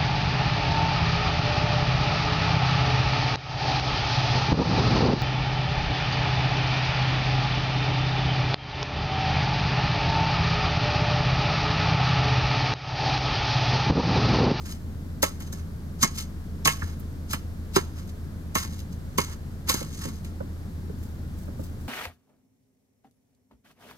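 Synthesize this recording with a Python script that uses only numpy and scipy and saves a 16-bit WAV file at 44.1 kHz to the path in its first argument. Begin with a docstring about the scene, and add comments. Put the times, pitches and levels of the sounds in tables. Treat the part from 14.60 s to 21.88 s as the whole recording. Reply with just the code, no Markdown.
"""A car engine idles throughout, and from the start a small metal shovel scrapes and chops packed snow.
The idle is a set of exhaust tones, a fan tone and throbbing noise; the digging comes from the right.
Each thrust is a crunch of tiny random fractures, a ringing blade and a dull thud; scrapes hiss between them.
Steps crump and clothes swish at the end; car, snow banks, shed and trees scatter a faint noisy tail."""
import sys
import numpy as np
from scipy import signal
from scipy.fft import rfft, irfft
from scipy.io import wavfile
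from scipy.ndimage import uniform_filter1d

SR = 44100
rng = np.random.default_rng(int(sys.argv[2]) if len(sys.argv) > 2 else 0)


def transcribe(u):
    """Save the signal u as a 16-bit wav file named by the first command-line argument.

    u: samples, shape (n,) or (channels, n), limited to [-1, 1]; the rate is SR.
    q: integer samples, one column per channel.
    """
    v = np.clip(np.atleast_2d(u).T, -1, 1)
    q = np.round(v * 32767).astype(np.int16)
    wavfile.write(sys.argv[1], SR, q)


N = 321048
TIME = np.arange(N) / SR
FREQS = np.fft.rfftfreq(N, 1 / SR)
CLICK = signal.unit_impulse(4096)  # filtering this gives the response of a struck thing
LEAD_S = 0.008  # a burst peaks this long after it starts


def from_db(db):
    """Turn decibels into a gain."""
    return 10 ** (np.asarray(db) / 20)


def rms_one(x):
    """Scale to an rms of 1."""
    return x / np.sqrt(np.mean(x ** 2) + 1e-20)


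def unit_energy(response):
    """Scale an impulse response so that it keeps the power of white noise."""
    return response / np.linalg.norm(response)


def at_hz(points, hz=FREQS):
    """Read a (frequency, value) table along a logarithmic frequency axis."""
    table_hz, value = np.transpose(points)
    return np.interp(np.log(hz + 1), np.log(table_hz + 1), value)


def drift(rate_hz):
    """Slow random wandering with an rms of 1; changes faster than rate_hz are weakened."""
    spectrum = rfft(rng.standard_normal(N)) / (1 + (FREQS / rate_hz) ** 2)
    return rms_one(irfft(spectrum, N))


def band(x, low_hz, high_hz, order=2):
    """Keep mainly the sound between two frequencies."""
    edges = [low_hz, min(high_hz, 0.45 * SR)]
    return signal.sosfilt(signal.butter(order, edges, "band", fs=SR, output="sos"), x + 1e-18)


def resonate(x, hz, width_hz):
    """One resonance, with a gain of about 1 at its peak; a narrower one rings longer."""
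    r = np.exp(-np.pi * width_hz / SR)
    top = np.array([1, 0, -1]) * (1 - r * r) / 2
    bottom = [1, -2 * r * np.cos(2 * np.pi * hz / SR), r * r]
    return signal.lfilter(top, bottom, x + 1e-18)


def blend(pair, likeness):
    """Left and right spectra, mixed from two unrelated signals to a given likeness."""
    alike = np.clip(at_hz(likeness), -0.99, 0.99)
    shared, opposed = rfft(pair)
    opposed = np.sqrt(1 - alike) * opposed * [[1], [-1]]
    return (np.sqrt(1 + alike) * shared + opposed) / np.sqrt(2)


def left_leads(spectra, phase):
    """Turn spectra into sound, with the left side ahead by a phase that depends on frequency."""
    lead = np.interp(FREQS, *np.transpose(phase)) * [[1], [0]]
    return irfft(spectra * np.exp(1j * lead), N)


def grains(spread_db, size=N):
    """Two streams of tiny fractures of very uneven size, with an rms of 1."""
    size_db = spread_db * np.minimum(rng.exponential(1, (2, size)), 4)
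    return rms_one(rng.standard_normal((2, size)) * from_db(size_db))


def swell(t, swell_s, fade_s):
    """Gain of a movement fastest at t = 0: it climbs 20 dB in swell_s and sinks 20 dB in fade_s."""
    return from_db(-20 * np.maximum(-t / max(swell_s, 1e-3), t / max(fade_s, 1e-3)))


def burst(response, rise_s, t60, spread_db, size=12288):
    """Fractures build up, peak and die away, each exciting the response; loudest 10 ms at rms 1."""
    t = np.arange(size) / SR - LEAD_S
    rise = np.exp(np.minimum(t, 0) / max(rise_s, 1e-4))
    force = rise * from_db(-60 * np.maximum(t, 0) / t60)
    sound = signal.fftconvolve(force * grains(spread_db, size), response[None], axes=1)[:, :size]
    power = uniform_filter1d(sound ** 2, size=441)
    return sound / np.sqrt(power.max(axis=1, keepdims=True))


def add(out, sound, s):
    """Mix a sound in, starting at time s."""
    start = round(s * SR)
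    out[:, start:start + sound.shape[1]] += sound[:, :N - start]


# how fast the engine fires: (time [s], rate [firings per s])
FIRING_RATE = [(0, 27.5), (1.0, 27.37), (1.7, 27.28), (2.4, 27.13), (3.1, 27.29), (3.8, 27.58),
               (4.5, 27.44), (5.2, 27.57), (5.9, 27.43), (7.28, 27.6)]
# exhaust tones: (multiple of the firing rate [-], level before the slow waver [dB rms])
EXHAUST_TONES = [(1, -44), (2, -52), (3, -38), (4, -57.5), (5, -57), (6, -53), (8, -58.5)]
FAN_HZ, FAN_DB = 74.2, -45.5  # level in dB rms
# tone colour of engine rumble and outdoor hiss: (frequency [Hz], relative level [dB per Hz])
RUMBLE_COLOUR = [(25, -22), (44, -5), (58, -0.5), (100, 0.5), (190, 0.5), (290, -7.5), (400, -14.5),
                 (520, -18), (800, -23), (1600, -26.5), (2600, -35), (4700, -35), (9500, -40.5),
                 (13000, -39), (15500, -48.5)]
RUMBLE_DB = -39  # rms, before the throb and the left-right balance
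# how alike the rumble is on both sides: (frequency [Hz], correlation [-])
RUMBLE_ALIKE = [(60, .8), (130, .9), (290, .86), (640, .45), (1500, .3), (3000, .35), (7000, .15),
                (11000, .15), (13000, .9)]
# the engine lies to the left: (frequency [Hz], lead of the left side [radians])
RUMBLE_LEAD = [(0, 0), (430, .2), (780, 1.7), (1720, 1.7), (2500, 3.2), (4570, 6.1), (12000, 6.28)]


def engine(waver_db=1.06, throb=0.16):
    """Exhaust tones locked to the firings, a fan tone beating against them, and throbbing rumble."""
    s, firings = np.transpose(FIRING_RATE)
    phase = 2 * np.pi * np.cumsum(np.interp(TIME, s, firings)) / SR
    tones = from_db(FAN_DB) * np.sin(2 * np.pi * (FAN_HZ * TIME + rng.random()))
    for multiple, db in EXHAUST_TONES:
        gain = from_db(db + waver_db * drift(rate_hz=0.66))
        tones += gain * np.sin(multiple * phase + rng.uniform(0, 2 * np.pi))
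    noise = blend(rng.standard_normal((2, N)), RUMBLE_ALIKE) * from_db(at_hz(RUMBLE_COLOUR))
    rumble = rms_one(left_leads(noise, RUMBLE_LEAD))
    # the middle of the rumble swells with each firing
    rumble += throb * np.cos(phase) * band(rumble, low_hz=120, high_hz=555)
    # the tones reach the left side slightly ahead
    tones = left_leads(rfft(tones), [(0, 0.25), (SR / 2, 0.25)])
    balance = from_db([[0.6], [-0.6]])  # rumble a little louder on the left
    return np.sqrt(2) * tones + from_db(RUMBLE_DB) * rumble * balance


def outdoors(x, tail_db=-22, t60=0.44, near_db=-13, near_t60=0.12, size=32768):
    """Quick scatter from the car's flank and the snow banks, then a faint tail from shed and trees."""
    t = np.arange(size) / SR
    noise = band(rng.standard_normal((2, size)), low_hz=402, high_hz=7860, order=1)
    scatter = noise * (t > 0.006)  # the far tail comes back only after 6 ms; the near scatter, turned round, starts at once
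    tail = scatter * from_db(-60 * t / t60)
    near = scatter[::-1] * from_db(-60 * t / near_t60)
    response = from_db(tail_db) * unit_energy(tail) + from_db(near_db) * unit_energy(near)
    return signal.fftconvolve(x, response, axes=1)[:, :N]


# how far the left side is ahead for the digging: (frequency [Hz], lead [radians])
DIG_LEAD = [(0, 0), (780, -2.9), (1030, -1.7), (2070, -1.8), (4050, -4.3), (5170, -5.1), (6200, -0.9),
            (6720, -1.5), (7670, 0.5), (8440, 3.2), (9990, 4.9), (10600, 2.9), (12600, -0.0), (16200, -0.0)]
# how much louder the digging is on the left: (frequency [Hz], left minus right [dB])
DIG_LEFT_RIGHT = [(200, -1), (450, -4), (700, 2.5), (950, -14.5), (1250, -3.5), (1700, -6.5), (2150, -2.5),
                  (3200, -1), (5200, 1), (6400, 3), (8300, -1.5), (12500, 1)]
# how alike the digging is on both sides: (frequency [Hz], correlation [-])
DIG_ALIKE = [(200, 0.9), (2000, 0.98), (5000, 0.78), (9000, 0.36), (11000, 0.85), (13000, 1)]


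def from_the_right(pair):
    """The two microphone ports hear the digging with different delay and shading."""
    shade = from_db(at_hz(DIG_LEFT_RIGHT) * np.array([[0.5], [-0.5]]))
    shade /= np.sqrt(np.mean(shade ** 2, axis=0))
    return left_leads(blend(pair, DIG_ALIKE) * shade, DIG_LEAD)


# jacket and boots swish at each stride: (time [s], level before the trim [dB])
STRIDE_SWISHES = [(6.41, -55), (6.8, -54), (7.02, -54), (7.22, -55)]


def swish(trim_db=-4, rustle_db=3.7, swell_s=0.08, fade_s=0.17):
    """Fabric rubs and loose snow is kicked up with each stride: a faint, uneven, bright hiss."""
    level = sum(from_db(db + trim_db) * swell(TIME - s, swell_s, fade_s) for s, db in STRIDE_SWISHES)
    hiss = rms_one(band(grains(spread_db=7), low_hz=3200, high_hz=15200, order=1))
    return level * from_db(rustle_db * drift(rate_hz=35)) * hiss


# a lump of snow drops: (time [s], starting level [dB], pitch [Hz])
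FALLING_LUMP = (2.232, -22, 85)


def clod(t60=0.24):
    """A heavy lump lands with one deep, short boom: a low tone that dies away."""
    s, db, hz = FALLING_LUMP
    t = np.maximum(TIME - s, 0)
    return from_db(db - 60 * t / t60) * np.sin(2 * np.pi * hz * t)


# dull knocks and footfalls, levels before the trims:
# (time [s], crump level [dB], crump centre [Hz], thump level [dB])
FOOTFALLS = [(2.221, -26.5, 1310, -29), (5.213, -29, 503, -35), (5.454, -34.5, 413, -27.5),
             (5.806, -26, 510, -30), (6.296, -31.5, 400, -42), (6.882, -36, 524, -32),
             (6.993, -33.5, 540, -29.5)]


def tramps(grit_db=-19, crump_trim_db=-5, thump_trim_db=-4):
    """Packed snow gives way with a short hollow crump over a soft thump."""
    out = np.zeros((2, N))
    thump = band(CLICK, low_hz=108, high_hz=253)
    grit = band(CLICK, low_hz=910, high_hz=1500, order=3)
    for s, crump_db, hz, thump_db in FOOTFALLS:
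        hollow = band(CLICK, hz * 0.91, hz * 1.195) + from_db(grit_db) * grit
        crump = burst(hollow, rise_s=0.0017, t60=0.038, spread_db=4.5)
        low = burst(thump, rise_s=0.0017, t60=0.17, spread_db=5)
        add(out, from_db(crump_db + crump_trim_db) * crump, s - LEAD_S)
        add(out, from_db(thump_db + thump_trim_db) * low, s - LEAD_S)
    return out


# ring of the blade, before each contact varies it:
# (frequency [Hz], width [Hz], level above the plain contact noise [dB])
BLADE_RING = [(872, 59, 10), (933, 120, 7), (1094, 28, 13.5), (1304, 40, 9), (1344, 56, -0.5),
              (1686, 49, 9), (1807, 73, 5.5), (2142, 44, 10.5), (2990, 110, 5), (4060, 57, 7.5),
              (5112, 117, 10.5), (6350, 280, 15.5), (6560, 120, 12), (6700, 17, 14), (8120, 190, 11)]
# tone colour of breaking snow crystals: (frequency [Hz], relative level [dB per Hz])
CRUNCH_COLOUR = [(1700, -20), (2200, -6.5), (2900, 0.5), (3700, -1), (4400, 5), (5600, -2), (6600, -3.5),
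                 (8500, -3), (10500, -0.5), (13000, -2.5), (15000, -9), (16500, -35)]


def blade_responses(clang_hz, ring_db, brightness_db, spread_db=1.0, sustain=0.25, focus=1.16):
    """Crunch, clang and rim clink of one contact; a blade with less snow on it rings louder and longer."""
    ring_db = np.clip(ring_db, -8, 6)
    strengths = from_db(ring_db + spread_db * rng.standard_normal(len(BLADE_RING)))
    damping = from_db(-sustain * ring_db)
    blade = CLICK.copy()
    for strength, (hz, width_hz, db) in zip(strengths, BLADE_RING):
        blade += strength * (from_db(db) - 1) * resonate(CLICK, hz, width_hz * damping)
    # snow colour, tilted by brightness_db for each octave above the table's first frequency
    hz = np.linspace(0, SR / 2, 257)
    octaves = np.log2(np.maximum(hz / CRUNCH_COLOUR[0][0], 1))
    colour = from_db(at_hz(CRUNCH_COLOUR, hz) + brightness_db * octaves)
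    crunch = signal.lfilter(signal.firwin2(65, hz, colour, fs=SR), 1, blade)
    clang = band(blade, low_hz=714, high_hz=2030, order=3)
    clang += focus * resonate(clang, clang_hz, width_hz=420)
    rim = band(blade, low_hz=1920, high_hz=3280, order=3)
    return unit_energy(crunch), unit_energy(clang), unit_energy(rim)


# pushes, drags and scoops through the snow, levels before the trims:
# (time of fastest movement [s], hiss level [dB], blade rasp level [dB],
#  swell by 20 dB [s], fade by 20 dB [s])
SNOW_SCRAPES = [(0.059, -45, -46, .014, 0.12), (0.125, -41.5, -52, 0.13, 0.043),
                (0.875, -52, -61, .05, .05), (0.98, -52.5, -54, .06, 0.073),
                (1.422, -28.5, -41, 0.022, 0.011), (1.598, -33, -44, 0.07, 0.051),
                (2.245, -46, -48, 0.14, 0.18), (2.712, -32, -43, 0.023, 0.063),
                (3.154, -31, -43, 0.023, .015), (3.38, -45, -47, 0.032, 0.065),
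                (3.491, -48.5, -62, .03, 0.025), (4.036, -36, -37.5, 0.045, 0.044),
                (4.135, -48.5, -57, 0.12, .08), (4.203, -44.5, -68, .05, 0.032),
                (4.328, -49.5, -70, 0.02, .03), (4.733, -45, -47.5, 0.21, .028),
                (5.087, -29.5, -31, 0.015, 0.019), (5.211, -38, -43, 0.083, .08),
                (5.37, -46, -59, 0.25, 0.14), (5.454, -34.5, -38.5, 0.073, 0.061),
                (5.545, -49, -61, .06, .08)]
# after a strike the blade slides on and is braked by the snow; swell and fade are for 20 dB
SLIDE_LAG_S, SLIDE_SWELL_S, SLIDE_FADE_S = 0.018, 0.007, 0.075
SLIDE_RASP_DB = -5.5  # blade rasp against the hiss of the slide, before the trims


def scrapes(hiss_trim_db=-1, rasp_trim_db=-2, rim_db=-8):
    """The blade sticks and slips through hissing grains and rings, in scrapes and after strikes."""
    out = np.zeros((2, N))
    judder = from_db(2.8 * drift(rate_hz=100))
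    slides = []
    for strike in BLADE_STRIKES:
        s, slide_db = strike[0], strike[8]
        rasp_db = slide_db + SLIDE_RASP_DB
        slides.append((s + SLIDE_LAG_S, slide_db, rasp_db, SLIDE_SWELL_S, SLIDE_FADE_S))
    for s, hiss_db, rasp_db, swell_s, fade_s in SNOW_SCRAPES + slides:
        moving = (TIME > s - 0.25) & (TIME < s + 0.35)
        t = TIME[moving]
        force = judder[moving] * swell(t - s, swell_s, fade_s)
        responses = blade_responses(clang_hz=1330, ring_db=-3.0, brightness_db=-1.5)
        levels = hiss_db + hiss_trim_db, rasp_db + rasp_trim_db, rasp_db + rim_db
        for level, response in zip(levels, responses):
            drive = force * from_db(level) * grains(spread_db=3.5, size=len(t))
            add(out, signal.fftconvolve(drive, response[None], axes=1), t[0])
    return out


# thrusts of the blade, levels before the trims and ring before its limits:
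# (time [s], crunch level [dB], clang level [dB], clang centre [Hz], rim clink level [dB],
#  knock level [dB], knock centre [Hz], thud level [dB], slide level [dB], blade ring [dB],
#  brightness [dB per octave])
BLADE_STRIKES = [(0.6284, -9.5, -22.5, 1130, -27.5, -19, 554, -32, -32.5, -4, 0.5),
                 (0.8041, -34, -48, 872, -51, -63, 328, -40, -46, -7, 0.1),
                 (0.9277, -28, -46, 1430, -71, -47, 334, -39.5, -48, 1, 2),
                 (1.4288, -4.5, -20, 1250, -46, -32, 404, -21.5, -48, 5.5, -0.5),
                 (1.4444, -17, -38, 1640, -41, -33, 283, -29, -48, -5, -4),
                 (1.476, -24, -52, 1020, -48, -56, 318, -53, -56, 7, -4),
                 (2.0546, -8, -22, 1130, -30, -30.5, 278, -27.5, -40, -1, -2.5),
                 (2.074, -8, -20, 1090, -19, -29.5, 470, -33, -28.5, 4, 3.5),
                 (2.397, -39.5, -70, 770, -66, -61, 353, -42.5, -66, -8, 18),
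                 (2.7321, -18.5, -28.5, 1310, -33, -38, 285, -31.5, -55, -8, 0.5),
                 (3.1619, -10, -19.5, 820, -34, -16, 372, -22, -35.5, -6, -4),
                 (3.9531, -14, -24, 1350, -28.5, -28, 496, -27.5, -27, 0, 2),
                 (4.582, -13.5, -20.5, 1030, -27, -25, 480, -24.5, -30.5, -3.5, 0),
                 (5.0948, -8, -26.5, 1000, -30.5, -31.5, 500, -37, -28.5, -9, -0.5),
                 (5.141, -15.5, -33, 1090, -49, -33, 316, -31.5, -37, 3, 0.5),
                 (5.648, -35.5, -59, 775, -53, -63, 288, -55, -54, -8, 0.1)]
CRUSH_T60_S = 0.062  # the crust gives way equally fast under every strike


def strikes(crunch_trim_db=-11, clang_trim_db=1, knock_trim_db=1, body_lag_s=0.001206):
    """The edge cracks the crust first; blade and ground answer a moment later."""
    ground = band(CLICK, low_hz=270, high_hz=687, order=3)
    thud = band(CLICK, low_hz=134, high_hz=229)
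    out = np.zeros((2, N))
    for (s, crunch_db, clang_db, clang_hz, rim_db, knock_db, knock_hz, thud_db,
         _, ring_db, brightness_db) in BLADE_STRIKES:
        crunch, clang, rim = blade_responses(clang_hz, ring_db, brightness_db)
        knock = ground + 1.3 * resonate(ground, knock_hz, width_hz=69)
        crack = burst(crunch, rise_s=0.0034, t60=CRUSH_T60_S, spread_db=7)
        add(out, from_db(crunch_db + crunch_trim_db) * crack, s - LEAD_S)
        body = from_db(clang_db + clang_trim_db) * burst(
            clang, rise_s=0.00074, t60=1.04 * CRUSH_T60_S, spread_db=1.5)
        body += from_db(rim_db) * burst(rim, rise_s=0.0011, t60=1.3 * CRUSH_T60_S, spread_db=2.5)
        body += from_db(knock_db + knock_trim_db) * burst(
            knock, rise_s=0.00087, t60=0.059, spread_db=4.0)
        body += from_db(thud_db) * burst(thud, rise_s=0.0012, t60=0.077, spread_db=3.5)
        add(out, body, s - LEAD_S + body_lag_s)
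    return out


def scene():
    """Digging and footsteps in the yard, over the idling engine."""
    digging = from_the_right(swish() + clod() + tramps() + scrapes() + strikes())
    return engine() + outdoors(digging) + digging


CUTOFF_HZ = 16000


def record(dry):
    """Cut the top of the treble steeply."""
    return signal.sosfilt(signal.ellip(10, 0.1, 80, CUTOFF_HZ, fs=SR, output="sos"), dry)


dry = scene()
out = record(dry)
transcribe(out)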